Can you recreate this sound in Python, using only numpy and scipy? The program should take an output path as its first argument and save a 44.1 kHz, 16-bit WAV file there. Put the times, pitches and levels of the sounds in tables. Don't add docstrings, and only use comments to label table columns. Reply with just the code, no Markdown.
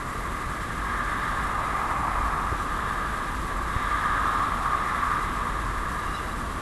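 import sys
import numpy as np
from scipy import signal
from scipy.fft import rfft, irfft
from scipy.io import wavfile
from scipy.ndimage import uniform_filter1d, map_coordinates

SR = 44100
rng = np.random.default_rng(int(sys.argv[2]) if len(sys.argv) > 2 else 0)


def dump(signal):
    limited = np.clip(np.atleast_2d(signal).T, -1, 1)
    pcm = np.round(limited * 32767).astype(np.int16)
    wavfile.write(sys.argv[1], SR, pcm)


N = 291501
TIME = np.arange(N) / SR
FREQS = np.maximum(np.fft.rfftfreq(N, 1 / SR), 1)


# f/Hz, level per Hz/dB
HISS_SPECTRUM = [(1000, 3.5), (4500, 1.5), (5300, -1), (5700, -0.5), (6800, 0), (7600, 2.5), (8600, 0.5),
                 (9800, -0.5), (10700, 1.5), (11600, 0), (12000, -2)]
# f/Hz, rms level/dB
WHINE_TONES = [(180, -60), (300, -63), (7025, -74), (10507, -69), (10807, -74.5)]
CUTOFF_HZ = 12080

# t/s, rms level at the peak/dB, half length/s
GUST_TIMES = [(2.002, -32, 0.029), (2.26, -39, 0.054), (5.281, -37, 0.078), (5.661, -36.5, 0.062)]
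# f/Hz, level per Hz/dB
BUFFET_SPECTRUM = [(65, 7), (85, 3), (170, 0)]

# t/s, height before the low cut/dB, snap time/s, decay/s, knock level/dB
BUMP_TIMES = [(2.5288, -18.5, 0.0006, 0.005, -27), (3.7648, -15.5, 0.0013, 0.0034, -38)]
PUSH_DB, PUSH_LEAD_S, PUSH_S = -7.5, 0.0042, 0.0018
KNOCK_HZ, KNOCK_S = 413, 0.0025
LOW_CUT_HZ = 14

# t/s, rms level at the peak/dB, half length/s
FLANGE_RUB = (6.16, -52.5, 0.17)
# f/Hz, width/Hz, level/dB
RUBBED_WHEEL_MODES = [(2870, 170, 1), (3535, 250, -4), (3950, 123, 0)]
# t/s, wheel mode f/Hz, rms level at the peak/dB, half length/s
FLANGE_SQUEAKS = [(6.03, 2854, -54, .016), (6.035, 3930, -56, .02), (6.083, 2810, -50, .016),
                  (6.11, 3920, -57, .014), (6.153, 3915, -44, .013), (6.165, 5100, -55, .018),
                  (6.167, 5300, -57, .018), (6.168, 3830, -52, .012), (6.172, 2840, -45.5, 0.014),
                  (6.19, 3530, -52, .014), (6.205, 2700, -52.5, .012), (6.142, 2790, -53, .009),
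                  (6.235, 2870, -55, .008), (6.291, 3880, -57, 0.011), (6.303, 2830, -54, .009),
                  (6.323, 3930, -48, .01), (6.35, 2803, -57, .012)]

# f/Hz, level per Hz/dB
RUMBLE_SPECTRUM = [(10, -10), (14, 0.5), (28, -2), (48, 3), (72, -2), (95, -4), (150, -5), (210, -7),
                   (300, -8.5), (440, -11.5), (600, -13), (900, -13.5), (2000, -18), (3200, -35)]
# f/Hz, width/Hz, level/dB
LOCOMOTIVE_BODY_MODES = [(241.7, 13, 2), (1370, 200, -7)]
RUMBLE_DB, BODY_DB = -34.5, -47
NEARING_DB_PER_S = 0.08

CYCLE_HZ = 3.575
# multiple of the cycle rate, level/dB on top of the note's level
NOTE_LINES = [(6, -14), (10, -13), (11, -14), (12, -6.5), (13, -11), (14, -7.5), (15, -11.5), (16, -11.5),
              (18, -16), (22, -15), (44, -23)]
# t/s, level/dB
NOTE_LEVEL_CURVE = [(0, -37.5), (0.9, -37), (1.95, -39.5), (2.15, -31), (2.6, -34.5), (3.1, -36.5),
                    (3.6, -34), (4.4, -37.5), (5.1, -38), (5.35, -32), (5.6, -34.5), (6.2, -38.5),
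                    (6.6, -33)]

# t/s, f/Hz, rms level at the peak/dB, half length/s
THICKENING_TONES = [(0.993, 1205, -32.5, .024), (1.053, 1631, -40, .04), (1.565, 1192, -34.5, .024),
                    (1.75, 1205, -33.5, .06), (1.841, 1251, -35, .03), (2.01, 1114, -35.5, .03),
                    (2.205, 1192, -30, .024), (3.94, 1222, -33.5, .03), (4.07, 1631, -38.5, .04),
                    (4.112, 1227, -31.5, .022), (4.155, 1701, -38.5, .04), (4.315, 1222, -29.5, .028),
                    (4.413, 1154, -28.5, .026), (4.48, 1200, -32, .024), (4.738, 1195, -30, .026)]

# f/Hz, width/Hz, level/dB
MAIN_STACK_MODES = [(1198, 141, -0.5), (1113, 120, -4), (1018, 190, -8.5), (1297, 217, -10.5)]
BRIGHT_STACK_MODES = [(1417, 86, -6.5), (1620, 160, 2.5), (1725, 234, 0)]
EDGE_STACK_MODES = [(2010, 230, 3.5), (2264, 610, -10)]
HOLLOW_STACK_MODES = [(833, 445, 1.5), (2410, 360, -13.5)]
# f/Hz, level per Hz/dB
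JET_SPECTRUM = [(1800, -22), (2300, -15), (2800, 3.5), (2960, -4), (3150, 2.5), (3850, 3), (4050, -3.5),
                (4350, -10.5), (4500, -6.5), (4900, -18), (5300, -4.5), (5600, -14), (9000, -16.5)]
# t/s, level/dB
MAIN_LEVEL_CURVE = [(0, -35.5), (0.42, -34.5), (0.76, -36), (0.85, -32), (1.3, -30.5), (1.62, -30),
                    (2.15, -28.5), (2.3, -29), (2.41, -28.5), (2.56, -32), (2.88, -30.5), (3.38, -34.5),
                    (3.75, -31.5), (4.0, -26.6), (4.3, -26), (4.48, -26.5), (4.56, -30.8), (4.72, -26),
                    (4.85, -29), (5.08, -26.6), (5.21, -27.7), (5.28, -32), (5.42, -29.5), (5.58, -32.5),
                    (6.12, -32.5), (6.25, -35.6), (6.45, -35.5), (6.6, -36)]
BRIGHT_LEVEL_CURVE = [(0, -44), (0.66, -40.5), (1.04, -33.5), (1.3, -34.5), (1.6, -39.5), (2.6, -39.5),
                      (2.95, -36), (3.44, -41.5), (3.75, -37.5), (4.13, -31), (4.58, -40.5), (4.72, -37),
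                      (5.0, -37.5), (5.13, -33.5), (5.27, -40.5), (6.0, -39), (6.6, -46)]
EDGE_LEVEL_CURVE = [(0, -47), (0.7, -45.5), (0.9, -44), (2.15, -43.5), (2.6, -48), (3.65, -47.5),
                    (3.85, -41), (4.05, -42), (4.2, -46), (4.55, -46.5), (4.85, -42.2), (5.2, -42.2),
                    (5.35, -46), (6.0, -48.5), (6.6, -57)]
HOLLOW_LEVEL_CURVE = [(0, -61), (1.0, -48), (1.6, -37), (2.05, -35), (2.65, -42.5), (3.4, -46.5),
                      (4.65, -38.5), (5.15, -44), (5.6, -65), (6.6, -53)]
JET_LEVEL_CURVE = [(0, -56.5), (1.3, -48), (2.05, -55), (2.85, -49), (3.6, -53), (3.8, -47), (4.45, -47),
                   (4.58, -50), (5.15, -48.5), (5.9, -53), (6.6, -52.5)]
# t/s, f/Hz
ROAR_PITCH_CURVE = [(0, 1187), (1.0, 1195), (1.75, 1204), (2.1, 1158), (2.4, 1203), (3.05, 1199),
                    (3.4, 1167), (3.9, 1214), (4.35, 1210), (5.2, 1191), (6.6, 1181)]
# t/s, extra level at the peak/dB, half length/s
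NOISE_SWELLS = [(3.156, 2, 0.0059), (4.66, 6, .004), (5.032, 2, .006), (5.119, 6, 0.0053)]


def from_db(db):
    return 10 ** (np.asarray(db) / 20)


def rms_one(x):
    return x / np.sqrt(np.mean(x ** 2) + 1e-20)


def curve(rows):
    times, values = np.transpose(rows)
    return np.interp(TIME, times, values)


def swell(s, half):
    return np.exp(-((TIME - s) / half) ** 2)


def sine(phase):
    return np.sqrt(2) * np.sin(2 * np.pi * phase)


def drift(rate_hz):
    gain = 1 / (1 + (FREQS / rate_hz) ** 2)
    return rms_one(irfft(rfft(rng.standard_normal(N)) * gain, N))


def coloured(spectrum):
    hz, db = np.transpose(spectrum)
    low_end = np.minimum(FREQS / hz[0], 1) ** 2
    high_end = np.minimum(hz[-1] / FREQS, 1) ** 2
    gain = low_end * high_end * from_db(np.interp(np.log(FREQS), np.log(hz), db))
    return rms_one(irfft(rfft(rng.standard_normal(N)) * gain, N))


def resonant(modes, drive=1):
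    total = 0
    for hz, width, db in modes:
        response = 1 / (1 + 1j * hz / width * (FREQS / hz - hz / FREQS))
        noise = rfft(drive * rng.standard_normal(N))
        total = total + from_db(db) * response ** 2 * noise
    return rms_one(irfft(total, N))


def evened(x, span_s, share):
    size = int(span_s * SR)
    power = uniform_filter1d(uniform_filter1d(x ** 2, size), size)
    return rms_one(x / (power + 1e-20) ** (share / 2))


def retuned(x, ratio):
    return map_coordinates(x, [np.cumsum(ratio)], order=3, mode="grid-wrap")


def brief_tones(rows, wobble, wobble_rate_hz, rough_db):
    warped_time = np.cumsum(1 + wobble * drift(wobble_rate_hz)) / SR
    roughness = rms_one(from_db(rough_db * drift(90)))
    tones = 0
    for s, hz, db, half in rows:
        tones = tones + from_db(db) * swell(s, half) * sine(hz * warped_time)
    return roughness * tones


def microphone_noise(hiss_db, waver_db):
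    hiss = from_db(hiss_db + waver_db * drift(22)) * coloured(HISS_SPECTRUM)
    whine = sum(from_db(db) * sine(hz * TIME) for hz, db in WHINE_TONES)
    return hiss + whine


def gusts():
    strength = sum(from_db(db) * swell(s, half) for s, db, half in GUST_TIMES)
    return strength * coloured(BUFFET_SPECTRUM)


def bumps():
    pressure = 0
    for s, db, snap, decay, knock_db in BUMP_TIMES:
        age = TIME - s
        push = from_db(PUSH_DB) * swell(s - PUSH_LEAD_S, PUSH_S)
        pull = swell(s, np.where(age < 0, snap, decay))
        ring = np.sin(2 * np.pi * KNOCK_HZ * (age + snap))
        knock = from_db(knock_db) * ring * swell(s, KNOCK_S)
        pressure = pressure + from_db(db) * (push - pull) - knock
    low_cut = signal.butter(1, LOW_CUT_HZ, "high", fs=SR, output="sos")
    return signal.sosfilt(low_cut, pressure + 1e-18)


def rubbing():
    s, db, half = FLANGE_RUB
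    return from_db(db) * swell(s, half) * resonant(RUBBED_WHEEL_MODES)


def squeaks():
    return brief_tones(FLANGE_SQUEAKS, wobble=0.0064, wobble_rate_hz=67, rough_db=1.0)


def train():
    nearing_db = NEARING_DB_PER_S * (TIME - TIME.mean())
    rumble = from_db(RUMBLE_DB) * evened(coloured(RUMBLE_SPECTRUM), span_s=0.11, share=0.42)
    drone = from_db(BODY_DB) * resonant(LOCOMOTIVE_BODY_MODES)
    return from_db(nearing_db) * (rumble + drone)


def crankshaft():
    return np.cumsum(CYCLE_HZ * (1 + 0.0025 * drift(0.94))) / SR


def exhaust_note(cycle, waver_db):
    note_db = curve(NOTE_LEVEL_CURVE)
    note = 0
    for multiple, db in NOTE_LINES:
        level = from_db(note_db + db + waver_db * drift(1.7))
        note = note + level * sine(multiple * cycle + rng.random())
    return note


def thickening_tones():
    return brief_tones(THICKENING_TONES, wobble=0.0119, wobble_rate_hz=33.5, rough_db=-2.5)


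def puffs(cycle, depth, uneven_db, count):
    firing = count * (cycle - cycle[0])
    strength_db = uneven_db * rng.standard_normal(int(firing[-1]) + 2)
    strength = from_db(np.interp(firing, np.arange(len(strength_db)), strength_db))
    return strength * (1 + depth * np.cos(2 * np.pi * firing))


def roar(flow):
    pitch_ratio = curve(ROAR_PITCH_CURVE) / MAIN_STACK_MODES[0][0]
    main = evened(retuned(resonant(MAIN_STACK_MODES, flow), pitch_ratio), span_s=0.073, share=1.0)
    noise_swell_db = sum(db * swell(s, half) for s, db, half in NOISE_SWELLS)
    bright = evened(resonant(BRIGHT_STACK_MODES, flow), span_s=0.069, share=0.41)
    parts = [(MAIN_LEVEL_CURVE, from_db(noise_swell_db) * main),
             (BRIGHT_LEVEL_CURVE, bright),
             (EDGE_LEVEL_CURVE, resonant(EDGE_STACK_MODES, flow)),
             (HOLLOW_LEVEL_CURVE, resonant(HOLLOW_STACK_MODES, flow)),
             (JET_LEVEL_CURVE, coloured(JET_SPECTRUM))]
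    return sum(from_db(curve(level)) * sound for level, sound in parts)


def scene():
    microphone = microphone_noise(hiss_db=-47.5, waver_db=0.92) + gusts() + bumps()
    wheel = rubbing() + squeaks()
    cycle = crankshaft()
    flow = puffs(cycle, depth=0.059, uneven_db=0.98, count=12)
    engine = exhaust_note(cycle, waver_db=0.2) + thickening_tones() + roar(flow)
    return (microphone + wheel + train() + engine)[None]


def record(dry):
    treble_cut = signal.ellip(14, 0.1, 70, CUTOFF_HZ, fs=SR, output="sos")
    return signal.sosfilt(treble_cut, dry)


dry = scene()
out = record(dry)
dump(out)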